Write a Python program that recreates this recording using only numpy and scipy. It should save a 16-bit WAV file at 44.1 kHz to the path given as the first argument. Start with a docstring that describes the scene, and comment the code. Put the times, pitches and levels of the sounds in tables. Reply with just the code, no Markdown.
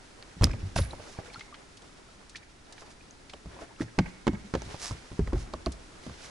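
"""Hands, knees and boots knock on a small hollow plastic boat, pushed off a sandy lake shore.
Heard from on board: each blow rings the hull and wall modes; short clicks sound, a fitting snaps.
Palms and keel scuff, clothes swish as someone climbs in. Wavelets slap the bow; round wading legs,
water drips, splashes and sloshes with ringing bubbles. Behind: the rumble of the rocking hull,
an echo off the wooded bank, a light breeze in the trees."""
import sys
import numpy as np
from scipy import signal
from scipy.fft import rfft, irfft, next_fast_len
from scipy.io import wavfile
from scipy.ndimage import map_coordinates

SR = 44100
rng = np.random.default_rng(int(sys.argv[2]) if len(sys.argv) > 2 else 0)


def put_to_file(sound):
    """Save the sound as 16-bit audio at rate SR, in the file named by the first command-line argument."""
    columns = np.atleast_2d(sound).T  # one column per channel
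    safe = np.clip(columns, -1, 1)
    whole_steps = np.round(safe * 32767)
    wavfile.write(sys.argv[1], SR, whole_steps.astype(np.int16))


N = 277824
AGE_S = np.arange(SR // 2) / SR  # since a contact
NOW_S = np.arange(N) / SR
PAN = np.array([[1], [-1]])  # left, right
BAND_HZ, TOP_HZ = 11200, 17000

# blows on the hull: t/s, level/dB, thud f/Hz, boom/dB re level, knock/dB re level
BLOWS = [(0.368, -36, 172, -10, -30), (0.411, -22.5, 125, 4, -9), (0.421, -19.5, 127, -6.5, -8),
         (0.434, -14.5, 194, -8, -8), (0.468, -21.5, 115, -28, -12.5), (0.495, -32, 105, -8, -8),
         (0.536, -25.5, 115, -22, -12), (0.63, -28, 134, -24, -27), (0.761, -20.5, 146, -14, -4.5),
         (0.786, -20, 151, -11.5, -6), (0.799, -13.5, 106, -17, -25), (3.334, -48.5, 431, -8, 10.5),
         (3.458, -34.5, 180, -7.5, -12), (3.619, -43, 300, -12, -1), (3.806, -23, 294, -28, -17),
         (3.818, -28, 150, -24, -6.5), (3.982, -17.5, 167, -34, -21), (3.987, -15, 226, -19, -4.5),
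         (3.993, -17.5, 165, -21, -18), (4.268, -18, 228, -28, -8.5), (4.277, -13, 273, -17.5, -11.5),
         (4.331, -27, 170, -15, -14), (4.538, -20.5, 190, -13, -7), (4.55, -22.5, 423, -15, -3),
         (4.619, -40.5, 480, -5, 2.5), (4.662, -35, 154, -10, -22), (4.909, -25.5, 135, -15, -9),
         (5.116, -33.5, 182, -13, -13), (5.192, -15.5, 166, -23, -20), (5.205, -21, 100, -6, -34),
         (5.274, -42, 140, 10.5, 6), (5.331, -20.5, 324, -5, -12.5), (5.355, -23.5, 135, -2.5, -19.5),
         (5.536, -32, 275, -9.5, -2), (5.666, -21.5, 255, -9, -10), (6.065, -31, 208, -17, -8.5),
         (6.095, -34.5, 153, -15, -7)]
# hollow shell modes: f/Hz, level/dB, t60/s
HULL_MODES = [(38.4, -13.5, 0.48), (50.5, -4, 0.27), (62.5, 5.5, 0.19), (94.7, 4.5, 0.16),
              (113.8, 4.5, 0.13), (140.7, -10.5, 0.11), (159, -3, 0.15), (179.4, -0.5, 0.11),
              (225.4, -1, 0.093), (252.2, 1.5, 0.09), (295.7, 4, 0.076), (348.2, 8.5, 0.05),
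              (398, 6, 0.042), (426, 6, 0.02), (510, 1.5, 0.059)]
# decay of the dense wall modes: f/Hz, t60/s
WALL_DECAY = [(300, 0.096), (800, 0.044), (2000, 0.03), (5000, 0.06), (11000, 0.02)]
# contact crack spectrum: f/Hz, level/dB
CRACK_EQ = [(1200, 11.5), (2500, 4), (4500, 2), (6500, 0.5), (10000, -10), (14000, -33)]
# short pitched clicks and rings, including two faint echoes of the snap and a splash's bright tick:
# t/s, level/dB, f/Hz
CLICKS = [(0.226, -32.5, 4360), (0.4424, -2, 5210), (0.4429, -21, 4700), (.513, -35, 2380),
          (.5336, -32.5, 2400), (0.632, -24.5, 95.5), (.763, -21.5, 660), (.788, -23.5, 544),
          (3.337, -32.5, 3060), (3.799, -35.5, 1300), (3.807, -21, 336), (3.811, -28.5, 1790),
          (3.818, -32, 1620), (3.825, -35, 114), (3.989, -16.5, 1925), (4.2697, -25, 4260),
          (4.270, -24.5, 1105), (4.279, -21.5, 2130), (4.333, -28, 206), (4.448, -36, 202),
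          (4.551, -20, 526), (4.620, -28, 6000), (5.193, -19, 403), (5.274, -33, 1940),
          (5.325, -34.5, 1000), (5.332, -17.5, 364), (5.537, -29, 4480), (5.539, -25, 1137),
          (5.540, -26.5, 630), (5.6615, -20, 4400), (5.664, -26, 1103), (5.668, -22, 670)]
# palms, knees and keel sliding: centre t/s, level/dB, sigma/s, grit share 0-1
SCUFFS = [(0.443, -37.5, 0.012, 0.5), (0.763, -35, 0.0031, 0.5), (0.781, -33, 0.0069, 0.04),
          (0.81, -45.5, 0.031, 0.6), (1.108, -55.5, 0.044, 0.98), (2.812, -55, 0.016, 1),
          (2.912, -54.5, 0.012, 0.3), (3.608, -53, 0.009, .8), (3.819, -46, 0.013, 0.4),
          (4.856, -37, 0.036, 0.92), (5.406, -50, 0.026, 0.6), (6.248, -47.5, 0.025, .5)]
# gritty slip spectrum: f/Hz, level/dB
GRIT_EQ = [(300, -43), (700, -4.5), (1600, -3), (3000, -8), (5500, 3), (8000, -5.5), (11000, -10)]
# cloth and smooth rubbing spectrum: f/Hz, level/dB
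RUB_EQ = [(600, -1), (2000, 5), (4000, 4), (5700, 3.5), (8000, -4.5), (11000, -8)]
# shoves and strides: centre t/s, sigma/s, water level/dB, cloth level/dB
MOVES = [(0.603, 0.28, -53.5, -64), (1.185, 0.21, -48, -58.5), (2.815, 0.084, -53, -63.5),
         (3.582, 0.06, -47.5, -67), (4.094, 0.075, -57, -65.5), (4.82, 0.21, -50.5, -54.5),
         (5.367, 0.26, -51, -75), (6.24, 0.24, -52, -58.5)]
# wavelets under the bow: t/s, slap level/dB, thud level/dB
LAPS = [(0.932, -32.5, -38), (0.997, -38.5, -41), (1.187, -32, -30), (1.379, -63, -41), (4.743, -33.5, -33)]
# splashes: t/s, level/dB, f/Hz
SPLASHES = [(0.225, -38.5, 1480), (1.336, -38, 3930), (1.343, -37, 1320), (1.394, -34.5, 3470),
            (1.407, -33, 2160), (1.542, -33.5, 1770), (1.771, -39, 4500), (1.819, -42.5, 4040),
            (2.295, -38, 5500), (2.357, -28.5, 2490), (2.366, -34.5, 4630), (2.724, -35.5, 4600),
            (2.779, -38, 1540), (2.820, -34, 872), (3.296, -34, 2830), (3.589, -35, 760),
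            (5.72, -32.5, 6000)]
# single bubbles: t/s, level/dB, f/Hz
BUBBLES = [(.821, -34.5, 3760), (.909, -34.5, 3880), (1.301, -41.5, 2270), (1.344, -33.5, 4150),
           (1.359, -34, 1335), (1.410, -35.5, 2060), (1.526, -40.5, 1150), (2.349, -39, 1790),
           (2.356, -34.5, 2330), (3.009, -46, 2390), (3.109, -38, 6160), (3.620, -40.5, 653),
           (3.708, -47.5, 890)]
# stirred water spectrum: f/Hz, level/dB
WASH_EQ = [(150, -5), (400, 2), (900, -1.5), (2000, -9), (4000, -17), (9000, -25)]
# rocking hull spectrum: f/Hz, level/dB
RUMBLE_EQ = [(15, -6), (42, -3), (70, -8.5), (110, -10.5), (200, -11.5), (400, -17), (900, -65)]
# bank echo spectrum: f/Hz, level/dB
BANK_EQ = [(150, -12), (500, -11), (1300, -10), (1900, -2), (2250, 0), (2800, -12), (5000, -20),
           (9000, -22)]
# breeze spectrum: f/Hz, level/dB
BREEZE_EQ = [(12, -43), (20, -2), (49, -11.5), (129, -16), (282, -8), (418, -10), (464, -12.5),
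             (1050, -14.5), (1160, -17), (1320, -13), (2980, -21), (5450, -21.5), (10500, -29.5),
             (13600, -65), (22000, -120)]
# breeze strength: t/s, level/dB
BREEZE_LEVELS = [(0, -54.5), (2.1, -56.5), (2.55, -59), (3.0, -56.5), (6.3, -53)]
# open-air stereo field: f/Hz, left-right coherence
AIR_COHERENCE = [(100, 0.95), (300, 0.36), (800, 0.057), (2000, 0.033), (8000, 0.6)]
# stereo field on the bow: f/Hz, left-right coherence
BOW_COHERENCE = [(150, 0.64), (600, 0.79), (2000, 0.63), (8000, 0.86)]
# bow balance: f/Hz, left minus right/dB
BOW_BALANCE = [(120, .1), (260, -.6), (550, -2.8), (1200, -2.2), (2200, -3.4), (5000, -3), (9000, -3.5)]


def blows(boom_hz=56.3, soft_knock_hz=628, soft_knock_db=-35, db_per_octave=26):
    """Each blow thuds in a panel, booms in the shell, knocks and cracks; harder knocks are brighter."""
    out = np.zeros((2, N))
    for t_s, db, thud_hz, boom_db, knock_db in BLOWS:
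        knock_hz = soft_knock_hz * 2 ** (max(db + knock_db - soft_knock_db, 0) / db_per_octave)
        thud = shell_ring(thud_hz, octaves=0.49, rise_s=0.0052, damping=1.3)
        boom = shell_ring(boom_hz, octaves=0.59, rise_s=0.0078, damping=1.0)
        knock = slap(lambda hz: bell(hz, knock_hz, octaves=1.0), rise_s=0.0014, damping=1.2)
        crack = slap(lambda hz: amp(curve(CRACK_EQ, hz)), rise_s=0.0006, damping=1.67)
        add(out, t_s, amp(db - 8) * thud)
        add(out, t_s, amp(db + boom_db) * boom)
        add(out, t_s, amp(db + knock_db - 8.5) * knock)
        add(out, t_s, amp(db + knock_db - 14.5) * crack)
    return out


def shell_ring(centre_hz, octaves, rise_s, damping):
    """A blow's place and softness pick a band of hull modes; they start together and drift apart."""
    hz, db, t60_s = np.transpose(HULL_MODES)[:, :, None]
    jitter_db, phase, pan = rng.standard_normal((3, len(HULL_MODES), 1))
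    t_s = AGE_S[:SR // 3]
    gain = amp(db + jitter_db - 60 * damping * t_s / t60_s) * bell(hz, centre_hz, octaves)
    modes = gain * np.sin(2 * np.pi * hz * t_s + np.pi / 12 * phase)
    mid = modes.sum(axis=0)
    side = np.sum(pan * bell(hz, 300, octaves=1) / 8 * modes, axis=0)  # upper modes radiate unevenly
    return unit_onset((mid + PAN * side) * attack(t_s, rise_s))


def slap(response, rise_s, damping):
    """Dense modes: a noise burst, each band dying at the plastic wall's rate times damping."""
    burst = stereo(rng.standard_normal((2, len(AGE_S) // 2)), [(1000, 0)], BOW_COHERENCE)
    hz, t_s, bands = signal.stft(filtered(burst, response), SR, nperseg=128)
    decay = amp(-60 * damping * t_s / curve(WALL_DECAY, hz)[:, None])
    ring = signal.istft(bands * decay, SR, nperseg=128)[1]
    return unit_onset(ring * attack(AGE_S[:ring.shape[1]], rise_s))


def clicks(t60_cycles=22.4):
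    """Short clicks and rings, each a damped sine; the higher ones also rasp."""
    out = np.zeros(N)
    for t_s, db, hz in CLICKS:
        rasp = 0.21 * min(hz / 3000, 1) ** 2
        ring = np.sin(2 * np.pi * hz * AGE_S) + rasp * rng.standard_normal(len(AGE_S))
        envelope = amp(db - 60 * AGE_S * hz / t60_cycles) * attack(AGE_S, 0.18 / hz)
        add(out, t_s, envelope * ring)
    return out


def snap(t_s=0.4412, db=-9, hz=10500, t60_s=0.00091):
    """A loaded fitting lets go: one sharp tick."""
    out = np.zeros(N)
    add(out, t_s, amp(db - 60 * AGE_S / t60_s) * np.sin(2 * np.pi * hz * AGE_S))
    return out


def sizzle(t_s=0.762, db=-39.5, centre_hz=9800, decay_s=0.059):
    """A sleeve's zipper jingles: thin, bright specks that fade quickly."""
    impulses = grains(per_s=220, spread_db=5)
    specks = unit_rms(filtered(impulses, lambda hz: bell(hz, centre_hz, octaves=0.11)))
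    age_s = np.maximum(NOW_S - t_s, 0)
    return amp(db) * specks * np.exp(-age_s / decay_s) * attack(age_s, rise_s=0.0019)


def scuffs():
    """Skin, knees and sand slide on the hull: smooth hiss plus tiny slips."""
    smooth_gain, rough_gain = np.zeros((2, N))
    for t_s, db, sigma_s, grit in SCUFFS:
        stroke = amp(db) * swell(t_s, sigma_s)
        smooth_gain += stroke * np.sqrt(1 - grit)
        rough_gain += stroke * np.sqrt(grit)
    slips = stereo(grains(per_s=2500, spread_db=6), GRIT_EQ, BOW_COHERENCE)
    return smooth_gain * noise(RUB_EQ, BOW_COHERENCE) + rough_gain * slips


def stirring(idle_water_db=-61.5, idle_cloth_db=-68):
    """Water and cloth gains: each move adds power to a quiet idle."""
    water_power, cloth_power = amp(idle_water_db) ** 2, amp(idle_cloth_db) ** 2
    for t_s, sigma_s, water_db, cloth_db in MOVES:
        move = swell(t_s, sigma_s)
        water_power += (amp(water_db) * move) ** 2
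        cloth_power += (amp(cloth_db) * move) ** 2
    return np.sqrt(water_power), np.sqrt(cloth_power)


def clothes(gain):
    """Moving cloth: a grainy, fluttering hiss."""
    fibres = rng.standard_normal((2, N)) + 0.7 * grains(per_s=700, spread_db=7)
    flutter = amp(3 + 2.5 * wobble(knots_per_s=45))
    return gain * flutter * stereo(fibres, RUB_EQ, AIR_COHERENCE)


def laps(knock_hz=630, thud_hz=137):
    """Water slaps the hull from below: a dull knock in the wall, a small thud in the shell."""
    out = np.zeros((2, N))
    for t_s, slap_db, thud_db in LAPS:
        knock = slap(lambda hz: bell(hz, knock_hz, octaves=0.79), rise_s=0.0011, damping=1.03)
        thud = shell_ring(thud_hz, octaves=0.62, rise_s=0.0029, damping=2.4)
        add(out, t_s, amp(slap_db - 9.5) * knock)
        add(out, t_s, amp(thud_db - 7.5) * thud)
    return out


def splashes():
    """Each splash: a slap and a spray of five tiny bubbles."""
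    out = np.zeros((2, N))
    for t_s, db, centre_hz in SPLASHES:
        splash = slap(lambda hz: bell(hz, centre_hz, octaves=0.83), rise_s=0.0003, damping=0.84)
        for delay, pitch, size, pan in rng.standard_normal((5, 4)):
            bubble_hz = min(centre_hz * np.exp(0.3 * pitch), BAND_HZ)
            gains = amp(-1 + 2 * size + pan * PAN)
            add(splash, 0.004 * abs(delay), gains * bubble(bubble_hz, t60_cycles=45, glide=0.15))
        add(out, t_s, amp(db - 16.5) * splash)
    return out


def plops(drip_count=9, wading_s=(1.4, 5.2), drip_db=-53, drip_hz=1856):
    """Single bubbles, plus faint random drips during the wading."""
    out = np.zeros((2, N))
    drips = []
    for size, pitch in rng.uniform(-1, 1, (drip_count, 2)):
        drips.append((rng.uniform(*wading_s), drip_db + 4 * size, drip_hz * 2 ** pitch))
    for t_s, db, hz in BUBBLES + drips:
        add(out, t_s, amp(db + 0.7 * PAN) * bubble(hz, t60_cycles=65, glide=0.207))
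    return out


def slosh(gain, bubble_count=800, median_hz=1100):
    """Stirred water: a patchy wash full of small bubbles."""
    fizz = np.zeros((2, N))
    for pitch, size, pan in rng.standard_normal((bubble_count, 3)):
        hz = min(median_hz * np.exp(0.6 * pitch), BAND_HZ)
        gains = amp(3 * min(size, 1.5) + 2 * pan * PAN)
        add(fizz, rng.uniform(0, N / SR), gains * bubble(hz, t60_cycles=38, glide=0.25))
    wash = noise(WASH_EQ, AIR_COHERENCE) * amp(4 * wobble(knots_per_s=25))
    return gain * amp(-5) * (wash + 0.65 * unit_rms(fizz))


def bubble(hz, t60_cycles, glide):
    """A bubble rings, its pitch rising as it nears the surface."""
    t_s = AGE_S[:SR // 8]
    t60_s = t60_cycles / hz
    phase = 2 * np.pi * hz * (t_s + glide * t_s ** 2 / (2 * t60_s))
    return np.sin(phase) * amp(-60 * t_s / t60_s) * attack(t_s, 0.38 / hz)


def rocking(idle_db=-57.5, re_boom_db=-21.5, fade_db_per_s=36.5):
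    """The hull rumbles on the water: each blow's weight rocks it, and it settles slowly."""
    kicks = np.zeros(N)
    for t_s, db, _, boom_db, _ in BLOWS:
        kicks[round(t_s * SR)] += amp(db + boom_db + re_boom_db) ** 2
    retained = amp(-fade_db_per_s / SR) ** 2
    power = amp(idle_db) ** 2 + signal.lfilter([1], [1, -retained], kicks)
    return np.sqrt(power) * noise(RUMBLE_EQ, AIR_COHERENCE)


def bank_echo(x, delay_s=0.0725, blur_s=0.0024, t60_s=0.88, scatter_db=-7):
    """The bank returns a blurred echo; the trunks behind scatter a tail."""
    reflection = np.exp(-0.5 * ((AGE_S - delay_s) / blur_s) ** 2)
    tail = amp(scatter_db - 60 * AGE_S / t60_s) * attack(AGE_S, rise_s=0.002)
    impulse = noise(BANK_EQ, AIR_COHERENCE, len(AGE_S)) * (reflection + tail)
    return signal.fftconvolve(x, impulse / np.linalg.norm(impulse[0]), axes=1)[:, :N]


def breeze():
    """Air in the trees: broad noise, drifting in level."""
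    db = np.interp(NOW_S, *np.transpose(BREEZE_LEVELS)) + 0.23 * wobble(knots_per_s=1.43)
    return amp(db) * noise(BREEZE_EQ, AIR_COHERENCE)


def amp(db):
    """dB to gain."""
    return 10 ** (np.asarray(db) / 20)


def unit_rms(x):
    """Scale to rms 1."""
    return x / np.sqrt(np.mean(x ** 2) + 1e-20)


def unit_onset(x):
    """Scale to rms 1 over the first 20 ms."""
    return x / np.sqrt(np.mean(x[..., :SR // 50] ** 2) + 1e-20)


def attack(t_s, rise_s):
    """Exponential rise to 1."""
    return 1 - np.exp(-t_s / rise_s)


def swell(t_s, sigma_s):
    """Gaussian envelope about t_s."""
    return np.exp(-0.5 * ((NOW_S - t_s) / sigma_s) ** 2)


def wobble(knots_per_s):
    """Smooth random curve."""
    knots = rng.standard_normal(int(N * knots_per_s / SR) + 4)
    return map_coordinates(knots, [NOW_S * knots_per_s])


def grains(per_s, spread_db):
    """Two channels of sparse, uneven impulses."""
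    chance, size = rng.random((2, N)), rng.standard_normal((2, N))
    heights = np.sign(size) * amp(spread_db * np.minimum(abs(size), 2.5))
    return unit_rms((chance < per_s / SR) * heights)


def curve(points, hz):
    """Interpolate (f/Hz, value) points over log frequency."""
    knots_hz, values = np.transpose(points)
    return np.interp(np.log(hz + 1), np.log(knots_hz + 1), values)


def bell(hz, centre_hz, octaves):
    """Gaussian gain over log frequency."""
    return np.exp(-0.5 * (np.log2((hz + 1) / centre_hz) / octaves) ** 2)


def filtered(x, response):
    """Apply response(hz) by FFT."""
    n = x.shape[-1]
    padded = next_fast_len(n + SR // 4)
    return irfft(rfft(x, padded) * response(np.fft.rfftfreq(padded, 1 / SR)), padded)[..., :n]


def lowpass(x, edge_hz):
    """Steep treble cut."""
    return filtered(x, lambda hz: 1 / (1 + (hz / edge_hz) ** 90))


def stereo(pair, eq, coherence):
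    """Two unrelated signals to left and right at rms 1, with a given spectrum and coherence."""
    def response(hz):
        angle = np.arccos(np.clip(curve(coherence, hz), -1, 1)) / 2
        return amp(curve(eq, hz)) * [np.cos(angle), np.sin(angle)]
    mid, side = filtered(pair, response)
    return unit_rms(mid + PAN * side)


def noise(eq, coherence, n=N):
    """Coloured stereo noise, rms 1."""
    return stereo(rng.standard_normal((2, n)), eq, coherence)


def add(track, t_s, sound):
    """Mix sound into track at t_s."""
    start = int(np.clip(round(t_s * SR), 0, N - 1))
    track[..., start:start + sound.shape[-1]] += sound[..., :N - start]


def from_bow(x, lag_s=1.9e-5):
    """The bow lies slightly right: the left ear gets it weaker and later."""
    def response(hz):
        balance = amp(curve(BOW_BALANCE, hz) * PAN / 2)
        return balance * np.exp(-2j * np.pi * hz * lag_s * PAN / 2)
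    return filtered(x, response)


def scene():
    """Bow, water, echo and background, low-passed; the snap bypasses echo and low-pass."""
    water_gain, cloth_gain = stirring()
    bow = from_bow(blows() + laps() + scuffs() + clothes(cloth_gain) + clicks() + sizzle())
    water = plops() + splashes() + slosh(water_gain)
    echo = amp(-21) * bank_echo(bow + water)
    mix = bow + water + echo + rocking() + breeze()
    return lowpass(mix, BAND_HZ) + from_bow(snap())


def record(dry):
    """Output band limit."""
    return lowpass(dry, TOP_HZ)


dry = scene()
out = record(dry)
put_to_file(out)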